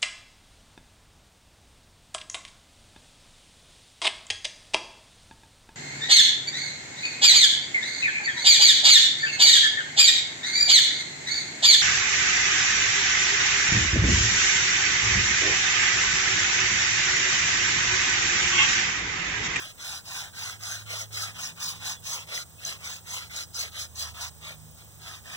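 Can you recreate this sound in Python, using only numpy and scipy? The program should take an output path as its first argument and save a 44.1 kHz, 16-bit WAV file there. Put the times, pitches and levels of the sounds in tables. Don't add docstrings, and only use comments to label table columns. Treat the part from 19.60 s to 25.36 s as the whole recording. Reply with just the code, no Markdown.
import sys
import numpy as np
from scipy import signal
from scipy.fft import rfft, irfft
from scipy.io import wavfile

SR = 44100
rng = np.random.default_rng(int(sys.argv[2]) if len(sys.argv) > 2 else 0)


def store_pcm(level_fs):
    pcm = np.round(np.clip(level_fs, -1, 1) * 32767).astype(np.int16)
    wavfile.write(sys.argv[1], SR, np.atleast_2d(pcm).T)


N = 254016
TIME = np.arange(N) / SR
FREQS = np.fft.rfftfreq(N, 1 / SR)


# frequency_hz, relative_db
GRIND_SPECTRUM = [(100, -38), (420, -18.5), (680, -12.5), (1400, -6.5), (1700, -6), (2000, -3),
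                  (2600, -4.5), (3300, -3), (3900, -7.5), (4500, -10), (5800, -13), (8000, -15.5),
                  (12000, -22.5), (15500, -24)]
SCRAPE_SPECTRUM = [(200, -33.5), (1100, -16), (2800, -34.5), (3500, -14), (3900, -3), (4400, 0),
                   (5000, 0.5), (7000, -2), (7800, -7.5), (9200, -10.5), (11000, -10), (11900, -14.5),
                   (13500, -16.5), (15300, -9)]
def drill(grind_trim_db=3.44, scrape_trim_db=-0.95):
    grind_db, scrape_db = strokes()
    grind = friction(grind_db + grind_trim_db, GRIND_SPECTRUM, slips_per_s=8000,
                     chatter_hz=267, chatter_db=0.5, uneven_db=1.1, drift=0.053)
    scrape = friction(scrape_db + scrape_trim_db, SCRAPE_SPECTRUM, slips_per_s=14000,
                      chatter_hz=347, chatter_db=1.8, uneven_db=1.5, drift=0.004)
    shared, right_only = grind + scrape + catches()
    return stereo_image(shared, right_only)


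# start_s, length_s, grind_db, scrape_db, bite_wait_s, bite_length_s
PALM_PASSES = [(-0.117, 0.25, -42.5, -43.5, 0.066, 0.19), (0.169, 0.25, -39.5, -36, 0.03, 0.26),
               (0.435, 0.28, -40, -37, 0.014, 0.16), (0.722, 0.26, -41, -37.5, 0.022, 0.17),
               (0.985, 0.27, -41.5, -33, 0.0094, 0.15), (1.247, 0.22, -40, -35, 0.045, 0.15),
               (1.502, 0.24, -40.0, -32, 0.014, 0.13), (1.731, 0.21, -41, -33.6, 0.05, 0.087),
               (1.953, 0.25, -42.5, -32, 0.04, 0.11), (2.187, 0.19, -38.5, -31.5, 0.057, 0.083),
               (2.419, 0.24, -41.5, -31, 0.015, 0.11), (2.665, 0.18, -39.5, -32.5, 0.07, 0.15),
               (2.991, 0.19, -41.5, -32.5, 0.059, 0.043), (3.184, 0.23, -43, -38.3, 0.052, 0.12),
               (3.441, 0.25, -42.5, -34.5, 0.019, 0.11), (3.689, 0.17, -41, -32.5, 0.067, 0.119),
               (3.928, 0.18, -41.5, -30, 0.009, 0.078), (4.109, 0.17, -41, -30.5, 0.076, 0.051),
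               (4.343, 0.19, -43, -30, 0.0063, 0.069), (4.534, 0.17, -41.5, -33, 0.064, 0.12),
               (4.804, 0.16, -43, -65, 0.0, 0.055), (5.163, 0.087, -59, -54, 0.0, 0.02),
               (5.391, 0.22, -47, -45.5, 0.0, 0.29), (5.634, 0.19, -44, -44, 0.075, 0.1)]
def strokes(bite_s=0.012, let_go_s=0.022, loose_share=0.24):
    grind = np.full(N, gain_of(-72))
    scrape = np.full(N, gain_of(-69))
    for start_s, length_s, grind_db, scrape_db, wait_s, hold_s in PALM_PASSES:
        age = TIME - start_s
        speed = abs(np.sin(np.pi * np.clip(age / length_s, 0, 1)))
        bite = np.clip((age - wait_s) / bite_s, 0, 1)
        release = np.exp(-np.maximum(age - wait_s - hold_s, 0) / let_go_s)
        pressure = loose_share + (1 - loose_share) * bite * release
        grind += gain_of(grind_db) * speed
        scrape += gain_of(scrape_db) * speed ** 0.91 * pressure
    return 20 * np.log10(grind), 20 * np.log10(scrape)


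# pitch_hz, width_hz, gain_db
WOOD_MODES = [(645, 80, -6), (1340, 180, -7), (2600, 220, -5), (3920, 200, -4), (4980, 220, -4),
              (5650, 160, -10), (6170, 180, -6), (6900, 200, -4)]
def friction(level_db, spectrum, slips_per_s, chatter_hz, chatter_db, uneven_db, drift, spread_db=2):
    speed = gain_of((level_db - level_db.max()) / 2)
    slipping = rng.random((2, N)) < slips_per_s / SR
    sizes = gain_of(spread_db * np.minimum(rng.exponential(1, (2, N)), 4))
    slips = slipping * sizes * rng.choice([-1, 1], (2, N))
    chatter = np.sin(phase_of(chatter_hz * speed * (1 + 0.24 * wander(40))))
    slips *= gain_of(chatter_db * chatter + uneven_db * wander(57))
    detune = 1 + drift * wander(2.8)
    ringing = sum(gain_of(db) * resonate(slips, hz * detune, width) for hz, width, db in WOOD_MODES)
    rubbed = shifting_contact(weak_modes(slips + ringing))
    return gain_of(level_db) * unit_rms(colour(rubbed, spectrum))


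def weak_modes(slips, share=0.61, decay_s=0.0062, grip_count=4):
    age = np.arange(1500) / SR
    tails = rng.standard_normal((grip_count, len(age))) * np.exp(-age / decay_s)
    grips = np.array([wander(2.9) for _ in tails])
    grips /= np.linalg.norm(grips, axis=0)
    rung = [signal.oaconvolve(slips, tail[None] / np.linalg.norm(tail), axes=1) for tail in tails]
    return slips + share * sum(grip * ring[:, :N] for grip, ring in zip(grips, rung))


def shifting_contact(x, depth_db=2.5, span_hz=151, span_s=0.017, frame=256):
    bands = signal.stft(x, nperseg=frame)[2]
    swell = rng.standard_normal(bands.shape[1:])
    for axis, steps in enumerate((span_hz * frame / SR, span_s * SR / (frame / 2))):
        kernel = np.exp(-(np.arange(-20, 21) / steps) ** 2)
        swell = signal.fftconvolve(swell, np.expand_dims(kernel, 1 - axis), "same")
    return signal.istft(bands * gain_of(depth_db * unit_rms(swell)), nperseg=frame)[1][:, :N]


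# start_s, level_db, pitch_hz, length_s
TIP_SQUEAKS = [(1.303, -43, 5600, 0.013), (1.405, -41, 5640, 0.035), (1.528, -36, 5800, 0.0051),
               (2.266, -34.5, 6050, 0.0093), (2.351, -48.5, 3400, 0.051), (2.535, -33.5, 6250, 0.021),
               (2.773, -23.5, 2026, 0.0098), (2.782, -36, 6800, 0.012), (2.98, -43.5, 2600, 0.033),
               (3.049, -21.5, 6140, 0.0063), (3.271, -34, 5830, 0.0081), (3.769, -32, 3840, 0.027),
               (3.945, -32, 6300, 0.0044), (4.213, -36, 5580, .007), (4.355, -38.5, 6150, 0.0056),
               (4.604, -41, 5060, 0.0046), (5.532, -39.5, 3680, 0.022)]
def catches(roughness=0.29, width_hz=500):
    squeaks = np.zeros((2, N))
    for start_s, level_db, pitch_hz, length_s in TIP_SQUEAKS:
        envelope = np.sin(np.pi * np.clip((TIME - start_s) / length_s, 0, 1))
        rasp = unit_rms(resonate(rng.standard_normal((2, N)), pitch_hz, width_hz))
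        tone = np.sin(phase_of(pitch_hz * (1 + 0.0029 * wander(160))))
        squeaks += gain_of(level_db) * envelope * ((1 - roughness) * tone + roughness * rasp)
    return squeaks


# frequency_hz, right_lag_cycles, coherence (0-1), left_minus_right_db
STEREO_IMAGE = [(60, 0, 0.4, 0), (250, 0, 0.1, 0), (480, 0, 0.75, 1), (620, -0.03, 0.77, 5),
                (850, 0.0, 0.99, 0), (1250, 0.0, 0.98, 0), (1600, 0.19, 0.7, -5), (2150, 0.5, 1, 0),
                (2300, 0.5, 1, 0), (2550, 0.5, 1, 0), (2850, 0.52, 0.85, 0), (3150, 0.76, 0.68, 0),
                (3500, 0.99, 0.91, 1), (3900, 1.16, 0.49, 3), (4300, 1.5, 0.97, 0), (4650, 1.5, 0.97, 0),
                (5250, 1.72, 0.56, -1), (5850, 1.99, 0.9, 0), (6350, 2.13, 0.66, 0), (6850, 2.52, 0.91, -1),
                (7700, 2.95, 0.4, -3), (8500, 3.03, 0.67, 0), (9400, 2.59, 0.4, -2), (10600, 3.03, 0.8, 0),
                (11900, 2.5, 0.92, 0), (13000, 3.0, 0.73, 0), (14300, 2.6, 0.41, -3),
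                (15300, 3.05, 0.68, -2)]
def stereo_image(shared, right_only):
    lag, coherence, balance_db = over_frequency(STEREO_IMAGE)
    left = rfft(shared)
    shifted = np.exp(-2j * np.pi * lag) * left
    right = coherence * shifted + np.sqrt(1 - coherence ** 2) * rfft(right_only)
    return irfft(np.array([left * gain_of(balance_db / 2), right * gain_of(-balance_db / 2)]), N)


# pitch_hz, level_db
INSECT_TONES = [(6830, -83), (7607, -73), (7750, -71), (8204, -66), (8400, -76), (8597, -69.5), (8760, -75),
                (9335, -79.5), (9870, -81)]
def insects(jitter_hz=26, buzz_hz=15200, width_hz=1800, wing_hz=29.75, throb_db=6, uneven_db=1.5):
    shrill = sum(far_tone(phase_of(hz + jitter_hz * wander(91)), db) for hz, db in INSECT_TONES)
    buzz = rng.standard_normal((2, N))
    for _ in range(2):
        buzz = resonate(buzz, buzz_hz, width_hz)
    wings = np.sin(phase_of(wing_hz * (1 + 0.026 * wander(6))))
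    throb = gain_of(throb_db * wings + uneven_db * wander(110))
    to_the_right = gain_of([[-2], [1.5]])
    return shrill + gain_of(-59) * unit_rms(buzz * throb) * to_the_right


# time_s, level_db
MOTOR_HUM = [(0.0, -69), (0.72, -63), (0.82, -53.5), (1.64, -52), (1.94, -65), (2.1, -56), (2.49, -55.5),
             (2.6, -64), (5.61, -59.5), (5.76, -63)]
# shaft_multiple, level_db
MOTOR_OVERTONES = [(3, -68.5), (4, -103), (5, -83)]
def steady_motor(shaft_hz=52.1, trim_db=1.5):
    hum_db, = over_time(MOTOR_HUM)
    shaft = phase_of(shaft_hz * (1 + 0.0071 * wander(2.9)))
    hum = far_tone(2 * shaft, hum_db + trim_db)
    return hum + sum(far_tone(multiple * shaft, db) for multiple, db in MOTOR_OVERTONES)


# time_s, fundamental_db, octave_db
ENGINE_DRONE = [(0.0, -59, -88), (1.59, -65, -73), (1.78, -72, -56), (2.3, -59, -55), (2.7, -65, -65),
                (3.75, -55.5, -58.5), (4.2, -50.5, -76), (4.5, -47.5, -65), (5.05, -53.5, -50.5),
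                (5.32, -59.5, -65), (5.76, -54.5, -52)]
def slowing_engine(start_hz=88.6, sag_hz_per_s=2.2, idle_hz=77):
    firing_hz = np.maximum(start_hz - sag_hz_per_s * TIME, idle_hz)
    firing = phase_of(firing_hz * (1 + 0.0075 * wander(6.3)))
    fundamental_db, octave_db = over_time(ENGINE_DRONE)
    harmonics_db = (fundamental_db - 3.5, octave_db - 4.5, octave_db - 16)
    return sum(far_tone(multiple * firing, db) for multiple, db in enumerate(harmonics_db, 1))


def far_tone(phase, level_db, waver_db=2, right_shift_rad=1):
    left = gain_of(-1 + waver_db * wander(2.3)) * np.sin(phase)
    right = gain_of(2.5 + waver_db * wander(10.6)) * np.sin(phase + right_shift_rad)
    return np.sqrt(2) * gain_of(level_db) * np.array([left, right])


# frequency_hz, relative_db
AIR_SPECTRUM = [(20, -11), (40, -10), (62, 1), (125, 0.5), (190, -4), (270, -12), (800, -12.5), (1400, -18),
                (2300, -17), (4300, -19), (7300, -14), (9000, -17), (11800, -25), (15500, -18.5)]
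def woodland_air(level_db=-52):
    shared, right_only = colour(rng.standard_normal((2, N)), AIR_SPECTRUM)
    return gain_of(level_db) * unit_rms(stereo_image(shared, right_only))


def gain_of(db):
    return 10 ** (np.asarray(db) / 20)


def unit_rms(x):
    return x / np.sqrt(np.mean(x ** 2) + 1e-20)


def over_time(rows):
    time_s, *columns = np.transpose(rows)
    return [np.interp(TIME, time_s, column) for column in columns]


def over_frequency(rows):
    hz, *columns = np.transpose(rows)
    return [np.interp(np.log(FREQS + 1), np.log(hz + 1), column) for column in columns]


def colour(x, spectrum):
    return irfft(rfft(x) * gain_of(over_frequency(spectrum)[0]), N)


def wander(rate_hz):
    return unit_rms(irfft(rfft(rng.standard_normal(N)) * np.exp(-(FREQS / rate_hz) ** 2), N))


def phase_of(hz):
    return 2 * np.pi * (np.cumsum(hz * np.ones(N)) / SR + rng.random())


def resonate(x, hz, width_hz):
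    carrier = np.exp(1j * phase_of(hz))
    pole = np.exp(-np.pi * width_hz / SR)
    return 2 * (carrier * signal.lfilter([1 - pole], [1, -pole], x / carrier)).real


def scene():
    return drill() + woodland_air() + insects() + steady_motor() + slowing_engine()


def record(dry, cutoff_hz=15850):
    lowpass = signal.firwin(511, cutoff_hz, window=("kaiser", 9), fs=SR)
    return signal.oaconvolve(dry, lowpass[None], "same")


dry = scene()
out = record(dry)
store_pcm(out)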